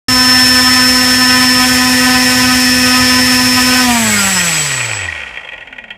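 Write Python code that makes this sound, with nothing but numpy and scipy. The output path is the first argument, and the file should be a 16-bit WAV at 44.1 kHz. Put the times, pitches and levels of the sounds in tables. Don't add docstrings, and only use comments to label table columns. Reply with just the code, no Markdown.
import sys
import numpy as np
from scipy import signal
from scipy.fft import rfft, irfft, next_fast_len
from scipy.io import wavfile

SR = 44100
rng = np.random.default_rng(int(sys.argv[2]) if len(sys.argv) > 2 else 0)


def unload_audio(sound):
    columns = np.transpose(np.atleast_2d(sound))
    steps = np.round(np.clip(columns, -1, 1) * 32767)
    wavfile.write(sys.argv[1], SR, steps.astype(np.int16))


N = 263361
T = np.arange(N) / SR


# time_s, shaft_hz
RUNDOWN = [(3.81, 126), (3.86, 124.4), (3.93, 119), (4, 114.5), (4.1, 106.7), (4.2, 100), (4.3, 96.4),
           (4.5, 82.6), (4.6, 76.4), (4.8, 61.8), (4.9, 56.5), (5.1, 41.1), (5.3, 31), (5.5, 23),
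           (5.95, 14.3)]
FULL_HZ, SAG_HZ_PER_S = 126.66, .17
# centre_s, swell_db
SWELLS = [(.35, 4.5), (.75, 3), (1.36, 4), (2.15, 3), (2.4, 2), (2.75, -1.5), (3.03, 3), (3.55, -2),
          (3.75, 4), (4.03, -2)]
SWELL_S = 0.1203
SWELL_HZ_PER_DB = .035

# multiple_of_shaft_rate, level_db
BLADE_ORDERS = [(1, -25), (2, 0), (4, -16), (6, -22), (8, -16), (10, -22), (12, -24), (16, -18)]
# blade_pass_hz, gain_db
HUM_GAIN = [(40, -62), (70, -41.5), (86, -30.5), (108, -28), (175, -23.5), (212, -18), (242, -13),
            (256, -15)]
# centre_hz, width_hz, level_db
HUM_STAND_MODE = [(728, 18, -13)]

# frequency_hz, level_db
EDDY_SPECTRUM = [(250, -5), (500, -5.5), (750, -1), (1000, 3), (1300, 2), (1600, 1.5), (2300, -5.5),
                 (2900, -4.5), (3350, -6), (3800, -13.5), (4400, -11.5), (6000, -21), (8000, -32)]
HISS_SPECTRUM = [(30, -26), (150, -4), (350, -7.5), (600, -5.5), (1100, -5), (2000, 0), (4000, -2),
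                 (5500, 0.5), (7500, 0), (10000, -3.5), (12000, -7), (15500, -12.5)]
# level_db, knee_shaft_hz, loss_db_per_halving
EDDY_LAW = (-19.5, 118, 13.5)
HISS_LAW = (-16.5, 78, 25)
RATTLE_LAW = (-19, 44.7, 18)

# centre_hz, width_hz, level_db
SCALE_MODES = [(69, 14.5, -1.5), (112.4, 13, 1.5), (221.03, 90, -11.5)]

# multiple_of_shaft_rate, level_db
POLE_ORDERS = [(14, 0)]
COGGING_ORDERS = [(12, -9), (14, 0)]
POLE_START_DB, POLE_FADE_DB_PER_S = -17.5, 1.4
# multiple_of_shaft_rate, level_db
WHINE_ORDERS = [(42, 0), (56, -31), (63, -31), (84, -30)]
# time_s, gain_db
WHINE_GAIN = [(.1, -11.7), (.35, -10), (1.1, -13.5), (1.55, -13.3), (1.7, -17.5), (2.4, -17.5), (3.2, -15),
              (3.8, -16.5)]
# multiple_of_shaft_rate, level_db
SIDEBAND_ORDERS = [(38, -2), (40, -6), (44, 0), (46, -7), (48, -14)]

# multiple_of_shaft_rate, level_db
BEARING_ORDERS = [(7, -13), (14.98, -4), (15.12, 0), (18.12, -10), (19.11, -10), (19.25, -12), (20.11, -4),
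                  (20.25, -10), (21.14, -13), (21.25, -11), (22.14, -10)]
# centre_hz, width_hz, level_db
STAND_MODES = [(539, 53, -11), (874, 27, -7), (1432, 52.67, -7), (1888, 77.4, 2.5), (2253, 186, -3),
               (2436, 106, 1.5), (2670, 173, -5), (3220, 84, -4)]
# frequency_hz, level_db
RATTLE_SPECTRUM = [(100, -23), (500, -11), (1200, -17), (2000, -22), (3200, -10), (4000, -32), (7500, -27),
                   (10000, -45), (14000, -61)]
RATTLE_BUILD_DB, RATTLE_BUILD_S = 9.5, 0.79

# frequency_hz, level_db
ROOM_SPECTRUM = [(25, -18), (50, -3), (120, -2.5), (300, -9.5), (700, 3), (1200, -10), (3000, -22),
                 (6000, -41.5), (15000, -58)]

PART_THROTTLE_S, SWITCH_HZ, SWITCH_DRIFT_HZ_PER_S = 3.9, 7709, 62
# level_db, peak_shaft_hz, shaft_hz_either_side_for_6_db_less
WHISTLE_LAW = (-17, 102.6, 41)
FORCE_WAVES = [(0, 14), (0, 21), (0, 21), (0, 42), (0, 42), (0, 49), (0, 70), (0, 84), (0, 98), (1, -21),
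               (1, -21), (1, -28), (1, -35)]
# centre_hz, width_hz, level_db before squaring
MOTOR_MODES = [(1403, 38, 0), (2180, 48, 1), (1883, 80, -0.5), (3165, 90, -1.5), (4960, 156, -4),
               (4930, 83, -0.5), (4976.6, 120, -2.5), (6550, 200, -4), (5150, 260, -3), (5860, 190, -4.5),
               (6690, 140, -8), (5190.7, 110, -0.5), (4970, 72.405, -1)]

# time_s, level_db
KNOCKS = [(5.0155, -13), (5.0384, -17.5), (5.1586, -13.5), (5.1946, -17), (5.2143, -22), (5.2335, -20),
          (5.2649, -20), (5.3063, -23.5), (5.338, -19.5), (5.3714, -13.5), (5.4096, -24), (5.4463, -17.5),
          (5.4879, -18), (5.5193, -20), (5.5327, -17), (5.5603, -37), (5.578, -18.5), (5.6096, -23),
          (5.6234, -26), (5.672, -20), (5.7256, -17.5), (5.783, -16), (5.839, -20.5), (5.9047, -13)]
# centre_s, pitch_hz, level_db
PING = (5.089, 1896, -9)

START_S, TOP_HZ = .083, 15500


def undb(db):
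    return 10 ** (np.asarray(db) / 20)


def curves(table):
    s, *columns = np.transpose(table)
    return [np.interp(T, s, column) for column in columns]


def unit(x):
    return x / np.sqrt(np.mean(x ** 2))


def noise():
    return rng.standard_normal(N)


def walk(rate):
    count = 2048
    walk_hz = np.arange(count // 2 + 1) * SR / N
    spectrum = rfft(rng.standard_normal(count)) / (1 + (walk_hz / rate) ** 2)
    return unit(np.interp(np.arange(N) * count / N, np.arange(count), irfft(spectrum)))


def gain_at(hz, points):
    f, db = np.transpose(points)
    return undb(np.interp(np.log(hz + 1e-9), np.log(f), db))


def response(hz, modes):
    total = 0
    for k, (centre, width, db) in enumerate(modes):
        damping = 1j * hz * width
        total = total + (-1) ** k * undb(db) * damping / (centre * centre - hz * hz + damping)
    return total


def filtered(x, shape, table):
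    size = next_fast_len(N + SR // 2)
    hz = np.arange(size // 2 + 1) * SR / size
    return irfft(rfft(x, size) * shape(hz, table), size)[:N]


def fade(start, end):
    return np.clip((T - start) / (end - start), 0, 1)


def tones(angle, orders, flutter_db, rate):
    total = 0
    for k, db in orders:
        level = undb(db + flutter_db * walk(rate))
        total = total + level * np.sin(k * angle + rng.uniform(0, 2 * np.pi))
    return np.sqrt(2) * total


def by_speed(hz, law):
    db, knee_hz, halving_db = law
    return db - 10 * np.log10(1 + (knee_hz / hz) ** (halving_db / (10 * np.log10(2))))


def propeller(angle, hz, build_db=2.5, build_s=1.942):
    flare = np.abs(response(6 * hz, HUM_STAND_MODE)) * np.sin(6 * angle) * fade(3.8, 3.88)
    second = undb(-14.5) * np.sin(2 * 2 * angle) * fade(5.1, 5.15)
    gain = gain_at(2 * hz, HUM_GAIN) * undb(-build_db * fade(build_s, 0))
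    return gain * (tones(angle, BLADE_ORDERS, flutter_db=0.65, rate=15) + second) + flare


def swells():
    return sum(db * np.exp(-((T - s) / SWELL_S) ** 2) for s, db in SWELLS)


def eddies(angle, hz, life_hz=12, wander_rad=.12, own=0.99):
    out, power = 0, 0
    strength_a, strength_b = walk(life_hz), walk(life_hz)
    angle_a = 2 * angle + wander_rad * walk(life_hz)
    angle_b = 2 * angle + wander_rad * walk(life_hz)
    for k in range(2, 27):
        gain = gain_at(2 * k * hz, EDDY_SPECTRUM)
        large = strength_a * np.cos(k * angle_a) + strength_b * np.sin(k * angle_b)
        small = walk(2.23 * k) * np.cos(2 * k * angle) + walk(2.24 * k) * np.sin(2 * k * angle)
        out = out + gain * (large + own * np.sqrt(k / 4) * small)
        power = power + gain ** 2
    return out / np.sqrt(power)


def hiss(angle, hz, swish=0.12, slow_hz=45, fast_hz=95):
    bright = unit(filtered(noise(), gain_at, HISS_SPECTRUM))
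    dull = filtered(bright, gain_at, [(1500, -5), (4300, 7), (6500, 2.0), (9000, -0.5), (14000, -16)])
    speed = np.clip((hz - slow_hz) / (fast_hz - slow_hz), 0, 1)
    blend = speed * bright + (1 - speed) * dull
    return blend * (1 + swish * np.cos(2 * angle)) * undb(0.58 * walk(21))


def wash(angle):
    buffet = undb(-27.5) * unit(filtered(noise(), response, SCALE_MODES)) * fade(4.73, 3.7)
    unbalance = np.sin(angle) * fade(4.0, 4.04) * fade(4.86, 4.14)
    return buffet + undb(-23) * filtered(unbalance, response, SCALE_MODES)


def magnets(angle):
    whine_db, = curves(WHINE_GAIN)
    pole_db = POLE_START_DB - POLE_FADE_DB_PER_S * T
    pole = undb(pole_db) * tones(angle, POLE_ORDERS, flutter_db=0.9, rate=27)
    whine = undb(whine_db) * tones(angle, WHINE_ORDERS, flutter_db=1, rate=21)
    sideband_db = -33.0 + 5.2 * fade(.5, 2.2)
    sidebands = undb(sideband_db) * tones(angle, SIDEBAND_ORDERS, flutter_db=1.5, rate=8)
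    cogging = undb(-48.5) * tones(angle, COGGING_ORDERS, flutter_db=3, rate=14) * fade(5.37, 5.8)
    return (pole + sidebands) * fade(3.92, 3.86) + whine * fade(3.87, 3.82) + cogging


def bearing(angle, hz, lope=0.22, slack_db=4.0, tick_db=6.0, knock_db=14.5):
    rattle_db = by_speed(hz, RATTLE_LAW) - RATTLE_BUILD_DB * np.exp(-T / RATTLE_BUILD_S)
    song = tones(angle, BEARING_ORDERS, flutter_db=2.5, rate=4.9) * undb(rattle_db - 7.5) * fade(4.44, 4.04)
    touch_db = slack_db + tick_db * (np.cos(2 * angle) - .3) + 2.8 * walk(70)
    chatter_db = rattle_db + 4 + 0.79 * walk(35.341) + fade(3.4, 4.57) * touch_db
    chatter = noise() * (1 + lope * np.cos(angle)) * undb(chatter_db)
    contact = chatter + undb(knock_db) * knocks()
    ringing = undb(6) * filtered(contact, response, STAND_MODES)
    rattle = undb(-6.0) * filtered(contact, gain_at, RATTLE_SPECTRUM)
    return song + ringing + rattle


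def room(x, t60_s=0.27, wet_db=-11):
    age = T[:SR // 2]
    tail = rng.standard_normal(len(age)) * np.exp(-np.log(1000) * age / t60_s) * (age > .006)
    return x + undb(wet_db) * signal.fftconvolve(x, tail / np.linalg.norm(tail))[:N]


def background():
    air = undb(-44.5) * unit(filtered(noise(), gain_at, ROOM_SPECTRUM))
    return air + undb(-51) * np.sin(2 * np.pi * 50 * T)


def controller(angle, hz):
    switch_hz = SWITCH_HZ + SWITCH_DRIFT_HZ_PER_S * (T - PART_THROTTLE_S)
    db, peak_hz, spread_hz = WHISTLE_LAW
    ripple = undb(db) * .5 ** (((hz - peak_hz) / spread_hz) ** 2)
    carrier = 2 * np.pi * np.cumsum(switch_hz) / SR
    out = np.sin(carrier) * undb(1.7 * walk(17)) * fade(3.8, 4.1253)
    for (m, k), mode in zip(FORCE_WAVES, MOTOR_MODES):
        resonance = np.abs(response(m * switch_hz + k * hz, [mode])) ** 2
        out = out + resonance * np.sin(m * carrier + k * angle)
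    return np.sqrt(2) * out * ripple * fade(3.84, 3.9) * fade(5.1, 5.02)


def knocks(rise_s=0.0032, fall_s=0.0041, after_db=-21, after_s=0.02):
    push = np.zeros(N)
    for s, db in KNOCKS:
        age = np.maximum(T - s + 0.0023, 0)
        decay = np.exp(-age / fall_s) + undb(after_db) * np.exp(-age / after_s)
        push += undb(db) * (1 - np.exp(-(age / rise_s) ** 2)) * decay
    return push * noise()


def ping(length_s=0.0035):
    s, hz, db = PING
    return undb(db) * np.exp(-((T - s) / length_s) ** 2) * np.sin(2 * np.pi * hz * T)


def scene():
    swell_db, cut = swells(), fade(3.75, 3.83)
    held_hz = FULL_HZ - SAG_HZ_PER_S * T + SWELL_HZ_PER_DB * swell_db
    hz = (1 - cut) * held_hz + cut * curves(RUNDOWN)[0]
    angle = 2 * np.pi * np.cumsum(hz * (1 + 0.00039 * walk(7.6))) / SR
    hum = propeller(angle, hz)
    chop = undb(by_speed(hz, EDDY_LAW) + swell_db) * eddies(angle, hz) * fade(6.0, 5.55)
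    rush = undb(by_speed(hz, HISS_LAW)) * hiss(angle, hz)
    motor = magnets(angle) + controller(angle, hz)
    in_room = room(rush + bearing(angle, hz) + ping())
    mono = hum + chop + motor + wash(angle) + in_room + background()
    return np.array([mono, mono])


def record(dry):
    x = dry * fade(START_S, START_S + .002)
    x = x / (1 + x ** 8) ** (1 / 8)
    return signal.sosfilt(signal.ellip(12, .1, 80, TOP_HZ, fs=SR, output="sos"), x)


dry = scene()
out = record(dry)
unload_audio(out)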